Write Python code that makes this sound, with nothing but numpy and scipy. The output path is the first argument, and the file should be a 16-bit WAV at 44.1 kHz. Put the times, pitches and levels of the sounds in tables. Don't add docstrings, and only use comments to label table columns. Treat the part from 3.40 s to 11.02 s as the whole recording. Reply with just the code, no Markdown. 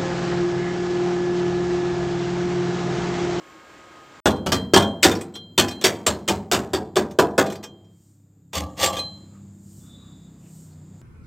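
import sys
import numpy as np
from scipy import signal
from scipy.fft import rfft, irfft, next_fast_len
from scipy.io import wavfile
from scipy.ndimage import map_coordinates

SR = 44100
rng = np.random.default_rng(int(sys.argv[2]) if len(sys.argv) > 2 else 0)


def transcribe(u):
    v = np.clip(np.atleast_2d(u).T, -1, 1)
    q = np.round(v * 32767).astype(np.int16)
    wavfile.write(sys.argv[1], SR, q)


def rack_gain(trim_db):
    fader = np.asarray(trim_db, float)
    return 10 ** (fader / 20)


N = 335889

# its steady lines (f/Hz, rms level/dB) and the colour of its air noise
TOOL_LINES = [(328.4, -65), (543.7, -63.5), (1087, -59.5), (1244, -56.5), (1631, -63), (2175, -65.5),
              (3165, -71), (7246, -72.5), (13840, -80), (14002, -92)]
TOOL_COLOUR = [(24, -51), (40, -9), (256, -7.5), (312, 1), (392, -6), (1070, -8), (1150, -11), (1240, -11),
               (1340, -7.5), (2210, -12.5), (6020, -23.5), (7360, -22), (10400, -42), (14100, -47),
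               (16000, -52.5)]
INSECT_COLOUR = [(2470, -40), (4200, -22.5), (5940, -20), (7150, 3.5), (9510, -23.5), (11300, -36),
                 (13200, -35.5), (13500, -14.5), (14500, -24.5), (14800, -33.5), (16000, -34.5)]
HISS_COLOUR = [(1760, -58.5), (3000, -14), (3310, -19.5), (4810, -10), (6080, -6.5), (7400, -1.5),
               (8460, -0.5), (10200, -19.5), (12400, -11), (14600, -11), (16200, -24.5)]
PUFF_TIMES = [4.66, 6.375, 7.18]
# f/Hz, level/dB, start t/s
SQUEALS = [(3547, -61, 6.4), (3830, -64.5, 6.44)]
# t/s, level/dB, f/Hz, length/s
BUMPS = [(4.964, -73, 451, 0.15), (5.961, -62, 1194, 0.038), (6.477, -66.5, 1310, 0.052),
         (6.66, -64.5, 1160, 0.087), (6.906, -74.5, 1330, .06), (7.066, -68, 2647, 0.047),
         (7.33, -69, 4400, 0.022)]
# t/s, firing rate f/Hz, 3rd order level/dB, 5th order level/dB, 6th order level/dB
ENGINE_PATH = [(4.4, 34.04, -54.5, -56, -61.5), (4.7, 33.6, -55.5, -67, -68),
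               (5.05, 33.34, -58.5, -58.5, -66.5), (5.8, 33.18, -50, -58.5, -50),
               (6.15, 32.79, -49, -65, -46), (6.43, 32.38, -51.5, -54, -52),
               (7.068, 31.96, -60, -50, -52.5), (7.206, 32.01, -59.5, -49.5, -52.5),
               (7.368, 30.1, -48.5, -48, -60.5), (7.524, 31.85, -53.5, -56, -46.5),
               (7.617, 31.6, -49.5, -48, -53.5)]
# multiple of the firing rate, level/dB over the mean strong order
WEAK_ORDERS = [(2, -15), (4, -8), (7, -9.5), (8, -11.5), (9, -16), (10, -15.5)]
# (t/s, level/dB)
RUMBLE_COLOUR = [(21, -46), (35, -16), (75, -4), (145, 4.5), (177, -1.5), (300, -21.5), (390, -50),
                 (660, -120)]
RUSH_COLOUR = [(150, -28.5), (250, 3), (321, 3), (355, 0), (398, -6.5), (3110, -29), (3700, -23.5),
               (4040, -29), (5000, -25), (6500, -57), (11000, -120)]
RUSH_PATH = [(4.4, -62), (4.8, -69.5), (5.11, -71), (5.9, -55), (6.214, -61.5), (6.55, -56.5)]
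# start t/s, rise/s, hold/s, grit level/dB, boom level/dB
DRAG_STROKES = [(5.118, 0.045, 0.011, -24, -29.5), (5.35, 0.076, 0.027, -18, -39),
                (5.501, 0.03, .055, -39, -45)]
GRIT_COLOUR = [(760, -32.5), (1300, -9), (1340, -19.5), (1950, -7), (2650, -12), (2890, -7.5), (3760, -9),
               (3970, -14.5), (6610, -10.5), (10700, -27), (14200, -17.5), (15600, -31), (16500, -48)]
DRAG_BOOM_COLOUR = [(24, -50), (40, -28), (81, 7), (145, -13), (184, 2), (241, -12), (300, 1), (390, -55),
                    (660, -120)]
# f/Hz, width/Hz, relative level/dB
SCRAPE_HIGH = [(2200, 35, -8.5), (2804, 160, 0.5), (3400, 43, -2), (4080, 49, -5), (4570, 19, 0.5),
               (4610, 19, -8), (5270, 140, -15), (5850, 22, -8.5), (6560, 41, -5.5), (7490, 40, -1.5),
               (7565, 140, -7.5), (8760, 130, -6)]
SCRAPE_LOW = [(339, 6.2, -4), (533, 40, 2), (823, 35, -0.5), (645, 21, -4), (1067, 18, -4.5),
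              (1246, 14, -8)]
# t/s, strength level/dB, 3.2 kHz mode level/dB, 4.1 kHz mode level/dB, favoured f/Hz
CLINKS = [(0.8624, -22, -47, -61, 7700), (0.8999, -34, -42, -39, 4080), (0.9594, -48, -50, -56, 3180),
          (1.1206, -16.5, -26.5, -29.5, 5200), (1.1581, -38.5, -34, -41, 4080),
          (1.3382, -13, -12.5, -43, 4900), (1.4206, -25.5, -28.5, -40, 3360), (1.6257, -19, -33, -44, 7500),
          (1.7125, -21.5, -55, -56, 3520), (1.7496, -32, -59, -56, 5030), (1.8093, -31, -62.5, -67, 7940),
          (1.9389, -47, -42, -48, 7780), (1.952, -34.5, -36.5, -41.5, 3340),
          (2.1774, -14.5, -21.5, -45, 3630), (2.1924, -14.5, -36, -38, 3555),
          (2.281, -27, -39.5, -59, 5035), (2.3084, -33.5, -43, -38, 4080), (2.4119, -30, -55, -47, 3330),
          (2.4386, -16.5, -33, -46, 5447), (2.4549, -17.5, -47, -48, 3700), (2.5516, -48, -49, -68, 3400),
          (2.6638, -10.5, -46, -33, 7660), (2.8846, -17.5, -51, -36, 3650), (3.1274, -21, -50, -49, 4430),
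          (3.5641, -20.5, -58, -47, 8000), (3.7084, -39.5, -80, -85, 6170),
          (3.7921, -19.5, -50.5, -47, 3520), (4.0615, -31.5, -58, -43.5, 4060),
          (4.099, -32, -61, -55, 3480), (4.1206, -32, -68, -65, 7490), (4.153, -36, -72, -54.5, 4700),
          (4.228, -38, -50, -55, 4140), (4.2352, -29.5, -47, -58.5, 6500), (4.4428, -67, -65, -82, 4900),
          (5.131, -26.5, -62, -56, 3630), (5.1517, -31.5, -56, -57, 3600), (5.1711, -36.5, -60, -48, 3610),
          (5.4127, -20.5, -44, -27.5, 4140), (5.434, -18.5, -38, -37, 3400),
          (5.4588, -21.5, -42, -32.5, 7490), (5.5279, -40.5, -39, -57, 3370),
          (5.5659, -27, -33.5, -47, 3200), (5.5893, -30, -41.5, -22.5, 1930)]
PLATE_HZ = [3182, 4081, 1184, 1631, 2471, 3391, 3600, 4544, 4899, 5399, 5674, 6345, 7418, 7800, 8732, 9889,
            11920]
PLATE_T60 = [.52, .42, .2, .17, .12, .16, .09, .11, .14, .08, .12, .14, .14, .09, .11, .11, .1]
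PLATE_DB = [.1, .1, 2, -6, 4, -6, -0.1, -5, -9, 1, -1.5, -5, -4, -1, -1, -18, -18.5]
# t/s, crack level/dB, boom level/dB, body level/dB, panel pitch the spot favours f/Hz
BLOWS = [(0.857, -21.5, -20.5, -18, 262), (1.062, -29, -24.5, -29, 533), (1.1195, -22.5, -24, -25.5, 217),
         (1.3355, -21.5, -23.5, -17.5, 414), (1.3615, -17.5, -21, -14.5, 210),
         (1.6299, -13, -40.5, -28.5, 1075), (1.6444, -21, -21.5, -16.5, 330),
         (2.1789, -14, -25, -22.5, 345), (2.413, -37.5, -45.5, -42.5, 210),
         (2.4408, -15.5, -31.5, -23, 380), (2.6657, -22.5, -33.5, -31.5, 900),
         (2.674, -30.5, -29, -26, 607), (2.8781, -22.5, -35, -29.5, 616), (2.898, -33, -28, -25.5, 400),
         (3.1143, -18.5, -33, -24.5, 710), (3.132, -26, -27, -24.5, 407), (3.3337, -26.5, -31, -24.5, 375),
         (3.5574, -26, -30.5, -32.5, 783), (3.5658, -31, -30, -22, 370), (3.7875, -24, -29.5, -15, 420),
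         (3.9795, -20.5, -27, -16.5, 496)]
BOOM_COLOUR = [(24, -59.5), (40, -25), (59, -20), (81, -1.5), (155, -3.5), (198, 8), (300, -3), (390, -43),
               (660, -120)]
BODY_COLOUR = [(130, -38.5), (220, -15), (292, -10.5), (352, -4), (487, -4.5), (518, -11), (675, -4.5),
               (895, -8), (1160, -9.5), (1430, -16), (1700, -13.5), (2210, -40.5), (3740, -120)]
CRACK_COLOUR = [(760, -43.5), (1300, -6.5), (1970, -3), (2170, -5.5), (3570, 0.5), (3970, -7), (4420, -2.5),
                (5950, -8), (7670, -5), (10300, -22.5), (13300, -16.5), (16000, -25.5), (16500, -50.5)]
# f/Hz, 60 dB decay/s
PANEL_DECAY = [(60, 0.41), (200, 0.67), (500, 0.45), (1200, 0.24), (3000, 0.12), (8000, 0.13),
               (15000, 0.13)]
# f/Hz, relative level/dB, 60 dB decay/s before damping
PANEL_MODES = [(74, -22, 0.2), (103, -18.5, 0.18), (151.8, -2, 0.54), (201, -8, 0.25), (207, -2.5, 0.62),
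               (267, -2.5, 0.41), (309, -2, 0.44), (335.7, 3, 0.34), (375, 9.5, 0.21), (421, -1.5, 0.39),
               (495, -7, .3), (546.5, 0, 0.34), (581, -1, 0.21), (624, -4.5, 0.25), (703, -8, 0.2),
               (787, -6.5, 0.58), (850, -1, 0.085), (1020, -5.5, 0.023), (989.6, -16, 0.085)]
# f/Hz, relative level/dB, 60 dB decay/s
FRAME_MODES = [(76.5, -2.5, 0.45), (99.1, -3, 0.67)]


def unit(x):
    return x / np.sqrt(np.mean(x ** 2, -1, keepdims=True) + 1e-20)


def along(points, hz):
    f, value = np.transpose(points)
    return np.interp(np.log(hz + 1), np.log(f + 1), value)


def curves(table):
    s, *columns = np.transpose(table)
    return [np.interp(np.arange(N) / SR, s, column) for column in columns]


def wobble(rate):
    knots = rng.standard_normal(int(N * rate / SR) + 4)
    return map_coordinates(knots, [np.arange(N) * rate / SR])


def noise(colour, size=N, source=None, peaky_db=0, mode_hz=30):
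    m = next_fast_len(size + 8192)
    x = rng.standard_normal(m) if source is None else source
    hz = np.fft.rfftfreq(m, 1 / SR)
    peaks = map_coordinates(rng.standard_normal(int(SR / mode_hz)), [hz / mode_hz], order=1)
    gain = rack_gain(along(colour, hz) + peaky_db * peaks)
    return unit(irfft(rfft(x, m) * gain, m)[:size])


def resonate(x, peaks):
    m = next_fast_len(len(x) + 8192)
    f = np.fft.rfftfreq(m, 1 / SR)
    gain = 0
    for k, (centre, width, db) in enumerate(peaks):
        band = 1j * f * width
        gain = gain + (-1) ** k * rack_gain(db) * band / (centre * centre - f * f + band)
    return unit(irfft(rfft(x, m) * gain, m)[:len(x)])


def tone(hz):
    return np.sqrt(2) * np.sin(2 * np.pi * (np.cumsum(hz) / SR + rng.random()))


def ring(modes, t, spread_db, damping=1):
    hz, db, t60 = np.transpose(modes)[:, :, None]
    level = db + spread_db * rng.standard_normal(hz.shape) - 60 * t * damping / t60
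    return np.sum(rack_gain(level) * np.sin(2 * np.pi * (hz * t + rng.random(hz.shape))), 0)


def add(track, s, x):
    track[round(s * SR):][:len(x)] += x


def far_tool():
    lines = 0
    for hz, db in TOOL_LINES:
        level = rack_gain(db + 2 * wobble(12))
        lines = lines + level * tone(hz * (1 + .002 * wobble(6)))
    return lines + rack_gain(-49 + 0.65 * wobble(13)) * noise(TOOL_COLOUR)


def insects_and_hiss():
    t = np.arange(N) / SR
    step_s, step_db = 5.3, 10.5
    puff_width_s, puff_floor_db = .13, -19
    puffs = rack_gain(puff_floor_db) + sum(np.exp(-((t - s) / puff_width_s) ** 2) for s in PUFF_TIMES)
    insects = rack_gain(-64.5 + 0.8 * wobble(7.3)) * noise(INSECT_COLOUR)
    hiss = rack_gain(-57.5) * puffs * noise(HISS_COLOUR)
    return (insects + hiss) * rack_gain(-step_db * (t < step_s))


def squeal():
    t, out = np.arange(N) / SR, np.zeros(N)
    rise_s, fade_s, fade_db_per_s = 0.0686, 6.724, 79
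    glide = .025
    for hz, db, s in SQUEALS:
        up = np.clip((t - s) / rise_s, 0, 1)
        fade_db = fade_db_per_s * np.maximum(t - fade_s, 0)
        level = up * rack_gain(db - fade_db + 2.8 * wobble(35))
        pitch = hz * (1 - glide * (1 - up) + .0025 * wobble(30))
        noise_band = resonate(rng.standard_normal(N), [(hz, 70, 0)])
        out += level * (tone(pitch) + rack_gain(-5) * noise_band)
    return out


def far_bumps():
    t, out = np.arange(N) / SR, np.zeros(N)
    for s, db, hz, length in BUMPS:
        swell = np.exp(-((t - s) / length) ** 2)
        out += rack_gain(db) * swell * resonate(rng.standard_normal(N), [(hz, 0.15 * hz, 0)])
    return out


def whine():
    t = np.arange(N) / SR
    return rack_gain(-84 + 1.1 * wobble(10) + 3.5 * (t < 1.7)) * tone(np.full(N, 14002))


def engine():
    hz, third_db, fifth_db, sixth_db = curves(ENGINE_PATH)
    rush_db, = curves(RUSH_PATH)
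    mean_db = (third_db + fifth_db + sixth_db) / 3
    strong_orders = (3, third_db), (5, fifth_db), (6, sixth_db)
    strong = sum(rack_gain(db + 1.5 * wobble(8)) * tone(k * hz) for k, db in strong_orders)
    weak = sum(rack_gain(db + 4.4 * wobble(1.5)) * tone(k * hz) for k, db in WEAK_ORDERS)
    rumble = rack_gain(2.0) * noise(RUMBLE_COLOUR)
    rush = rack_gain(rush_db + 0.46 * wobble(12)) * noise(RUSH_COLOUR)
    return strong + rack_gain(mean_db) * (weak + rumble) + rush


def strokes(peak_db, fall_db):
    t, out = np.arange(N) / SR, np.zeros(N)
    steepness, tail_db = 2.5, -28.5
    for (s, rise, hold, *_), db in zip(DRAG_STROKES, peak_db):
        late = np.maximum(t - s - rise - hold, 0)
        swell = np.clip((t - s) / rise, 0, 1) ** steepness
        out += swell * rack_gain(db) * (rack_gain(-fall_db * late) + rack_gain(tail_db - 79 * late))
    return out


def drag():
    *_, grit_db, boom_db = np.transpose(DRAG_STROKES)
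    grit_fall, body_fall, boom_fall = 380, 125, 70
    grains = rng.standard_normal(N) * rack_gain(3.4 * wobble(700) + 3.1 * wobble(160))
    grit = rack_gain(-4.5) * noise(GRIT_COLOUR, source=grains, peaky_db=0.5, mode_hz=96.6)
    grit += rack_gain(-5.0) * resonate(grains, SCRAPE_HIGH)
    body = rack_gain(-4.5) * noise(BODY_COLOUR, peaky_db=9, mode_hz=29.9)
    body += rack_gain(-1.0) * resonate(grains, SCRAPE_LOW)
    boom = noise(DRAG_BOOM_COLOUR)
    return (strokes(grit_db, grit_fall) * grit + strokes(grit_db - 5, body_fall) * body
            + strokes(boom_db, boom_fall) * boom)


def chatter():
    knocks = []
    for s, crack_db, *_ in BLOWS:
        delay_s, db = rng.uniform(.08, .15), crack_db - 35
        knocks.append((s + delay_s, db, db - 8.5, db - 7, rng.uniform(3300, 8300)))
    return knocks


def plate():
    out, t = np.zeros(N + SR), np.arange(SR * 3 // 5) / SR
    ring_db, freedom = 3.5, .18
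    off_spot_db, scatter_db = 16, 3.5
    tick_db, thud_db = -1.5, -5.5
    hz, t60 = np.array(PLATE_HZ), np.array(PLATE_T60)
    modes = np.exp(np.outer(2j * np.pi * hz - np.log(1000) / t60, t))
    modes[1] *= 1 + .3 * np.exp(2j * np.pi * 12 * t)
    blows = np.array([row[0] for row in BLOWS] + [N / SR])
    early = t[:SR // 4]
    for s, db, low_db, high_db, spot_hz in CLINKS + chatter():
        free_db = freedom * (max(low_db, high_db) - db)
        off_spot = np.minimum(45 * np.abs(np.log2(hz / spot_hz)), off_spot_db)
        level = db + ring_db + free_db + np.array(PLATE_DB) - off_spot
        level += scatter_db * rng.standard_normal(len(hz))
        level[:2] = low_db, high_db
        phase = np.exp(2j * np.pi * rng.random(len(hz)))
        knock = ((rack_gain(level) * phase) @ modes).imag
        tick = rack_gain(-60 * early / 0.044) + rack_gain(-12 - 60 * early / 0.13)
        contact = noise(GRIT_COLOUR, size=SR // 4, peaky_db=0.5, mode_hz=110)
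        knock[:SR // 4] += rack_gain(db + tick_db) * tick * contact
        thud = noise(BODY_COLOUR, size=SR // 4, peaky_db=4.5, mode_hz=39.9)
        knock[:SR // 4] += rack_gain(db + thud_db - 60 * early / 0.12) * thud
        held = np.min(np.abs(s - .01 - blows)) < .022
        knock *= rack_gain(-110 * held * t)
        jolt = blows[blows > s + .04][0] - s
        stop = rack_gain(-900 * np.maximum(t - jolt, 0))
        add(out, s, knock * (1 - np.exp(-t / 0.0035)) * stop)
    return out[:N]


def die_away(full, damping):
    hz, frame, z = signal.stft(full, SR, nperseg=256)
    after = np.maximum(frame - .012, 0) * damping / along(PANEL_DECAY, hz)[:, None]
    decay = rack_gain(-60 * after) + rack_gain(-20.0 - 19.3 * after)
    flicker_db = 2.6 * rng.standard_normal(len(frame)) * (hz > 1400)[:, None]
    return signal.istft(z * decay * rack_gain(flicker_db), SR, nperseg=256)[1][:, :full.shape[1]]


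def hammer():
    out, t = np.zeros(N + SR), np.arange(SR * 3 // 5) / SR
    rise = np.array([[.008], [.0012], [.0003]])  # s, for boom, body, crack
    end = np.minimum(10 * (t[-1] - t), 1)
    parts = (BOOM_COLOUR, 2, 25), (BODY_COLOUR, 4.5, 28), (CRACK_COLOUR, 4, 110)  # colour, peaks dB, spacing Hz
    snap_colour = [(2000, -12), (7000, 5.5), (14000, -8.0), (17000, -40.5)]  # Hz, relative dB per Hz
    punch_db, punch_s = -8.5, 0.016
    for s, crack_db, boom_db, body_db, spot_hz in BLOWS:
        damping = 1.005 + .009 * (body_db - crack_db)
        full = np.array([noise(colour, len(t), None, db, gap) for colour, db, gap in parts])
        dense = die_away(full, damping)
        near = [(f, db - min(25 * abs(np.log2(f / spot_hz)), 9), t60) for f, db, t60 in PANEL_MODES]
        dense[1] += rack_gain(-0.5) * ring(near, t, spread_db=1.0, damping=damping)
        dense[0] += rack_gain(-2.5) * ring(FRAME_MODES, t, spread_db=2.0)
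        dense[1] *= 1 + rack_gain(punch_db) * np.exp(-(t / punch_s) ** 2)
        dense[2] += rack_gain(7 - 60 * t / 0.0042) * noise(snap_colour, size=len(t))
        levels = rack_gain([[boom_db], [body_db], [crack_db]])
        add(out, s, np.sum(levels * dense * (1 - np.exp(-t / rise)), 0) * end)
    return out[:N]


def scene():
    t = np.arange(N) / SR
    silence_from, silence_to = .802, .857
    treble = insects_and_hiss() + squeal() + far_bumps() + whine()
    shed = treble + engine() + drag() + plate() + hammer()
    mono = (t < silence_from) * far_tool() + (t >= silence_to) * shed
    return np.array([mono, mono])


def roll_off(x):
    return signal.sosfilt(signal.butter(12, 16670, fs=SR, output="sos"), x)


def record(dry):
    x = signal.sosfilt(signal.butter(2, 55, "high", fs=SR, output="sos"), dry)
    x = x / (1 + np.abs(x / 1.02) ** 6) ** (1 / 6)
    m = next_fast_len(N + 8192)
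    top_hz, above_db = 15850, -22
    band = rack_gain(above_db * (np.fft.rfftfreq(m, 1 / SR) > top_hz))
    x = irfft(rfft(x, m) * band, m)[:, :N]
    top = signal.sosfilt(signal.butter(4, 6500, "high", fs=SR, output="sos"), x[0] * wobble(400))
    side = rack_gain(-21) * top * [[1], [-1]]
    return roll_off(x + side)


dry = scene()
out = record(dry)
transcribe(out)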